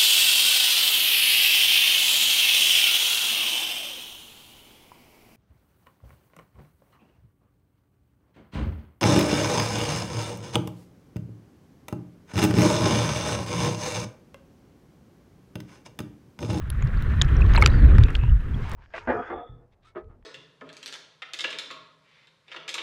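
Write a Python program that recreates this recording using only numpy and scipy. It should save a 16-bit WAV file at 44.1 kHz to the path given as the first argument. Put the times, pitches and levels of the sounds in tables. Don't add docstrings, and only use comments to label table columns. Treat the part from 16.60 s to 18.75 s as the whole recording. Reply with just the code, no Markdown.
import sys
import numpy as np
from scipy import signal
from scipy.io import wavfile
from scipy.ndimage import uniform_filter1d

SR = 44100
rng = np.random.default_rng(int(sys.argv[2]) if len(sys.argv) > 2 else 0)


def field_ratio(decibels):
    return 10 ** (np.asarray(decibels, dtype=float) / 20)


def transcribe(signal):
    frames = np.atleast_2d(signal).T
    limited = np.clip(frames, -1, 1)
    pcm = np.round(limited * 32767).astype(np.int16)
    wavfile.write(sys.argv[1], SR, pcm)


N = 94815
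PUFF_N = 4000

# (frequency [Hz], level [dB])
SHELL_PASS = [(350, -31), (600, -7.5), (795, -15), (1160, -3), (1790, -1), (2060, -9), (4000, -20.5),
              (4460, -32), (8000, -40), (10400, -63), (17600, -120)]


def evened(x):
    return x / np.sqrt(np.mean(x ** 2) + 1e-20)


def read(points, hz):
    f, db = np.transpose(points)
    return np.interp(np.log(hz + 1), np.log(f + 1), db, left=-90, right=-90)


def curve(table, axis):
    columns = np.transpose(table)
    return np.interp(np.arange(N) / SR, columns[0], columns[axis])


def add(mix, s, sound):
    part = mix[round(s * SR):][:len(sound)]
    part += sound[:len(part)]


def resonate(x, hz, width_hz):
    turn = np.exp(2j * np.pi * np.cumsum(hz * np.ones(len(x))) / SR)
    r = np.exp(-np.pi * width_hz / SR)
    return 2 * (turn * signal.lfilter([1 - r], [1, -r], x / turn)).real


def noise(points, size, patchy_db, flicker_db):
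    frames, hz = N // (size // 4) + 5, np.fft.rfftfreq(size, 1 / SR)
    real, imag, patches = rng.standard_normal((frames, len(hz), 3)).T
    patches = uniform_filter1d(patches, size=6, axis=0)
    patches = evened(uniform_filter1d(patches, size=6, axis=1))
    flicker = evened(uniform_filter1d(rng.standard_normal(frames), size=4))
    level_db = read(points, hz)[:, None] + patchy_db * patches + flicker_db * flicker
    z = (real + 1j * imag) * field_ratio(level_db)
    return evened(signal.istft(z, nperseg=size, noverlap=size - size // 4)[1][:N])


def ring(hz, t60_s, rise_s, glide):
    t = np.arange(0, t60_s + rise_s, 1 / SR)
    rise = np.sin(np.pi / 2 * np.minimum(t / rise_s, 1)) ** 2
    decay = field_ratio(-60 * np.maximum(t - rise_s, 0) / t60_s)
    return rise * decay * np.sin(2 * np.pi * hz * (t + glide * t ** 2 / t60_s))


def fluttered(tone, puff):
    flutter = 1 + 0.14 * evened(signal.oaconvolve(puff, np.hanning(60), "same"))
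    return tone * flutter[:len(tone)]


def snap_and_scrape(hz, puff):
    t = np.arange(len(puff)) / SR
    t60_s = 0.014 * (hz / 2000) ** -0.56
    drive = (t == 0) + 0.75 * puff * field_ratio(-60 * t / t60_s) * np.sqrt(hz / SR)
    body = drive
    for _ in range(3):
        body = resonate(body, hz, hz)
    thud = resonate(resonate(drive, hz / 3, hz / 2), hz / 3, hz / 2) * 2
    body = body + field_ratio(-4) * thud
    return body / abs(body).max()


def fizz(per_s, spread_db, count):
    hit = (rng.random(N) < per_s / SR) * field_ratio(spread_db * np.minimum(rng.exponential(1, N), 5))
    which, out = rng.integers(0, count, N), np.zeros(N)
    for k, hz in enumerate(np.geomspace(700, 6500, count)):
        bubble = field_ratio(read(SHELL_PASS, hz)) * ring(hz, 14 / hz, 0.92 / hz, 0.06)
        out += signal.oaconvolve(hit * (which == k), bubble)[:N]
    return evened(out)


def buffeting():
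    # (time [s], level [dB], deep share [0-1])
    surge = [(0, -33.5, 0.24), (.05, -31.5, 0.46), (.2, -25.5, 0.39), (.42, -20, 0.46), (.52, -18.5, 0.54),
             (.72, -17, 0.55), (.96, -14, 0.61), (1.15, -16.5, 0.4), (1.26, -10.5, 0.53), (1.42, -12, 0.69),
             (1.5, -21.5, 0.62), (1.6, -17.5, 0.73), (1.76, -20.5, 0.68), (1.8, -24.5, 0.83),
             (1.98, -27.5, 0), (2.07, -35.5, 0.15), (2.15, -29, 0.1)]
    # (frequency [Hz], level [dB per Hz])
    quick_eddies = [(15, 2), (110, -4.5), (250, -24), (400, -37.5), (600, -64)]
    deep_eddies = [(15, -7), (50, -1.5), (125, -12), (220, -37.5), (400, -61.5)]
    # (centre [s], peak [dB], frequency [Hz], half length [cycles])
    slaps = [(0.25, -13.5, 128, 3.3), (.78, -9.5, 49, 1.7), (1.251, 0.5, 60, 1.73), (1.233, -13, 200, 1),
             (1.393, -2, 84, 1.8), (1.419, -6, 105, 2.2), (1.446, -2, 51, 1.04), (1.592, -7.5, 50, 1.3),
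             (1.558, -12, 41, 1.2), (1.756, -11, 45, 1.8), (1.64, -14.5, 112, 3)]
    share = np.clip(curve(surge, axis=2), 0, 1)
    quick = (1 - share) * noise(quick_eddies, size=4096, patchy_db=0.52, flicker_db=-0.3)
    deep = share * noise(deep_eddies, size=4096, patchy_db=3.4, flicker_db=4.05)
    out = evened(quick + deep) * field_ratio(curve(surge, axis=1) + 1.0)
    for s, db, hz, cycles in slaps:
        t = np.arange(-cycles / hz, cycles / hz, 1 / SR)
        swell = np.exp(-4.5 * (t * hz / cycles) ** 2)
        add(out, s + t[0], field_ratio(db - 0.5) * swell * np.cos(2 * np.pi * hz * t))
    return out


def rush():
    # (time [s], through the shell [dB], open water [dB], gurgle [dB])
    flow = [(0, -52.5, -68, -57), (.3, -45, -68, -48), (.72, -40, -57, -41.5), (.96, -37, -42, -32),
            (1.2, -40.5, -54, -35), (1.35, -38.5, -62, -33.5), (1.5, -44, -56, -43.5),
            (1.78, -52.5, -63.5, -54.5), (1.98, -50, -51.5, -45), (2.07, -55.5, -42.5, -55),
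            (2.15, -46.5, -39.5, -43)]
    # (frequency [Hz], level [dB])
    gurgle_spectrum = [(120, 1), (240, 0), (420, -2), (650, -13), (1100, -32)]
    hiss_spectrum = [(3000, -17), (4500, 3), (13000, -1), (15000, -3), (15600, -30.5)]
    open_spectrum = [(290, -45.5), (500, -14.5), (984, -3), (1470, -8), (1660, -7), (9000, -39.5),
                     (11700, -71.5), (19800, -120)]
    shell_db = curve(flow, axis=1)
    roar = noise(SHELL_PASS, size=512, patchy_db=2.0, flicker_db=2.2)
    muffled = roar + field_ratio(-4.5) * fizz(per_s=2800, spread_db=4.5, count=30)
    muffled = muffled * field_ratio(shell_db - 0.25)
    gurgle = noise(gurgle_spectrum, size=1024, patchy_db=3.0, flicker_db=0.0)
    gurgle = gurgle * field_ratio(curve(flow, axis=3) + 2.5)
    hiss = noise(hiss_spectrum, size=512, patchy_db=1, flicker_db=1)
    hiss = hiss * field_ratio(-70.5 + 0.45 * (shell_db + 45))
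    open_water = noise(open_spectrum, size=512, patchy_db=2.7, flicker_db=0.5)
    return muffled + gurgle + hiss + open_water * field_ratio(curve(flow, axis=2))


def grit():
    # (time [s], peak [dB], centre [Hz])
    grains = [(0.1023, -27, 3060), (0.224, -28.5, 1640), (0.2736, -36.5, 3500), (0.424, -33.5, 3500),
              (.4234, -36, 11500), (.2468, -47, 8600), (.3586, -49, 11500), (1.2062, -42, 11000),
              (1.8058, -49, 14000), (.9835, -33.5, 9500), (1.636, -42, 3000), (.812, -32, 4000),
              (.8944, -49, 3500), (0.937, -23, 2740), (0.948, -34, 12000), (0.9575, -29.5, 7000),
              (1.005, -33.5, 12740), (1.012, -32, 9000), (1.0159, -21.5, 5000), (1.0245, -21.5, 9400),
              (1.0443, -36, 2550), (1.074, -19, 5000), (1.3832, -27, 4000), (1.4365, -25, 4000),
              (.1013, -30, 13500), (1.505, -38, 5000), (1.5658, -34.5, 3500), (1.953, -48, 4460),
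              (2.096, -35, 13600), (2.1165, -26, 6500), (2.136, -36, 13500)]
    out = np.zeros(N)
    for s, db, hz in grains:
        add(out, s, field_ratio(db) * snap_and_scrape(hz, rng.standard_normal(PUFF_N)))
    return out


def scuffs():
    # (time [s], peak [dB], centre [Hz], t60 [s])
    rubs = [(.2245, -30, 1500, .015), (.6152, -23, 1300, .012), (.619, -22, 1500, .015),
            (.647, -35, 2800, .01), (.8118, -29, 1900, .02), (.863, -35, 2500, .01), (.934, -31, 2200, .03),
            (.948, -17, 1500, .035), (.957, -24, 1900, .025), (.9752, -16, 1300, .06),
            (1.022, -17, 1000, .05), (1.0375, -20, 1700, .03), (1.044, -25, 2400, .025),
            (1.0745, -21, 2200, .015), (1.383, -18, 1800, .014), (1.383, -24, 750, .02),
            (1.4335, -32, 3000, .015), (1.4365, -22, 2300, .012), (1.483, -27, 1500, .025),
            (1.635, -32, 1200, .012), (.1018, -34, 2900, .008), (1.5525, -24, 2200, .02),
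            (1.023, -20, 4200, .015)]
    out, t = np.zeros(N), np.arange(PUFF_N) / SR
    width, rise_s = 1.1, 0.0006
    for s, db, hz, t60_s in rubs:
        drive = rng.standard_normal(PUFF_N) * np.minimum(t / rise_s, 1) * field_ratio(-60 * t / t60_s)
        edges_hz = [hz / (1 + width), hz * (1 + width / 2)]
        band = signal.butter(3, edges_hz, "band", fs=SR, output="sos")
        body = signal.sosfilt(band, drive)
        add(out, s, field_ratio(db) * body / abs(body).max())
    return out


def pings():
    # (time [s], peak [dB], frequency [Hz])
    bubbles = [(0.1019, -23.5, 10860), (0.224, -35, 6830), (.3726, -43, 4440), (0.7672, -37.5, 5600),
               (.937, -41, 6300), (0.948, -25, 2100), (0.957, -28, 1700), (0.9629, -16, 4080),
               (0.9662, -31, 4310), (0.963, -21.5, 2180), (.9752, -16, 2610), (0.978, -15.5, 922),
               (0.9783, -32, 7600), (0.9828, -35, 7980), (.983, -24.5, 2280), (1.017, -25, 2170),
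               (1.0375, -23, 2080), (1.0378, -24, 2950), (1.636, -33.5, 976), (1.695, -39.5, 2960),
               (1.5535, -29, 1580)]
    out = np.zeros(N)
    for s, db, hz in bubbles:
        t60_s = 0.024 * (hz / 2000) ** -0.83
        tone = ring(hz, t60_s, rise_s=0.0007, glide=0.018)
        add(out, s, field_ratio(db) * fluttered(tone, rng.standard_normal(PUFF_N)))
    return out


def pebbles():
    # (time [s], peak [dB], rise [s])
    knocks = [
        (1.022, -5.5, 0.0035),
        (1.0603, -3, 0.001),
        (1.5523, -14.5, .0005),
        (.6144, -3, 0.0008),
        (.6189, -8, 0.0003),
    ]
    # (frequency [Hz], level [dB], t60 [s])
    knock_modes = [
        [(840, -18.5, 0.06), (1280, -4.5, 0.022), (2190, -0.5, 0.014), (4330, -21, 0.0083)],
        [(1342, -4.5, 0.013), (2480, -1, 0.008), (3050, -4, .007), (4660, -7.5, 0.011), (5700, -9, 0.006),
         (3800, -8, .006), (7160, -9.5, 0.006)],
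        [(2900, -4, 0.0076), (3210, -9, 0.017), (5120, -26, 0.0019)],
        [(3630, -3, 0.0055), (4400, -15, .003), (1700, -16, 0.008)],
        [(6770, 1, 0.003), (3200, -4.5, 0.009), (5600, -10.5, .007)],
    ]
    out = np.zeros(N)
    for (s, db, rise_s), modes in zip(knocks, knock_modes):
        puff = rng.standard_normal(PUFF_N)
        mean_hz = np.mean(modes, axis=0)[0]
        add(out, s, field_ratio(db - 13.5) * snap_and_scrape(mean_hz, puff))
        for hz, mode_db, t60_s in modes:
            tone = ring(hz, min(t60_s, 0.06), rise_s, glide=0)
            add(out, s, field_ratio(db + mode_db) * fluttered(tone, puff))
    return out


def blips():
    # (centre [s], peak [dB], frequency [Hz], half length [cycles])
    pinches = [(.8208, -23, 2544, 11), (.851, -30, 1090, 5), (.8075, -31, 1000, 3), (1.102, -39, 3950, 22),
               (1.19, -27, 270, 4), (1.222, -24, 260, 4), (1.25, -23, 280, 5), (1.35, -29, 380, 6),
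               (1.386, -21, 220, 2), (1.29, -30, 270, 5), (1.946, -40, 3300, 18), (1.68, -39, 950, 5),
               (1.4375, -25, 3550, 8), (1.9, -30, 200, 3), (1.965, -30, 220, 4), (2.0, -33, 210, 3),
               (1.49, -38, 450, 5), (1.46, -40, 2600, 9), (1.494, -39, 2650, 10)]
    out = np.zeros(N)
    for s, db, hz, cycles in pinches:
        t = np.arange(-cycles / hz, cycles / hz, 1 / SR)
        swell = np.exp(-4.5 * (t * hz / cycles) ** 2)
        add(out, s + t[0], field_ratio(db) * swell * np.sin(2 * np.pi * hz * t * (1 + 3.0 * t)))
    return out


def splash():
    # (start [s], end [s])
    span_s = (0.935, .99)
    corners_s = [span_s[0] - 0.01, span_s[0], span_s[1], span_s[1] + 0.02]
    gate = np.interp(np.arange(N) / SR, corners_s, [0, 1, 1, 0])
    return field_ratio(-35) * gate * fizz(per_s=1400, spread_db=4.0, count=20)


def whistles():
    # (start [s], length [s], level [dB], start [Hz], top [Hz], end [Hz])
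    seam = [
        (1.1, 0.125, -55, 4100, 4650, 4150),
        (1.22, .1, -58, 4100, 4050, 3850),
        (1.586, .12, -48.5, 2550, 2600, 2850),
        (1.445, .075, -50, 2600, 2550, 2700),
    ]
    out = np.zeros(N)
    for s, length_s, db, a_hz, top_hz, b_hz in seam:
        u = (np.arange(0, length_s, 1 / SR) / length_s) ** 0.5
        bend_hz = 2 * top_hz - (a_hz + b_hz) / 2
        hz = a_hz * (1 - u) ** 2 + 2 * bend_hz * u * (1 - u) + b_hz * u ** 2
        x = rng.standard_normal(8820)[:len(u)]
        x = resonate(resonate(x, hz, 400), hz, 400)
        flutter = evened(uniform_filter1d(rng.standard_normal(8820), size=200))
        x = x * field_ratio(2 * flutter[:len(u)])
        add(out, s, field_ratio(db) * evened(x) * np.sin(np.pi * u) ** 0.4)
    return out


def scene():
    water = buffeting() + rush() + splash() + whistles()
    hits = grit() + scuffs() + pings() + pebbles() + blips()
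    return (water + hits)[None]


def roll_off(x):
    return signal.sosfilt(signal.butter(12, 16850, fs=SR, output="sos"), x)


def record(dry):
    soft = np.tanh(0.9 * dry) * 1.12
    limited = signal.oaconvolve(soft, signal.firwin(255, 16300, fs=SR)[None], "same")
    return roll_off(limited)


dry = scene()
out = record(dry)
transcribe(out)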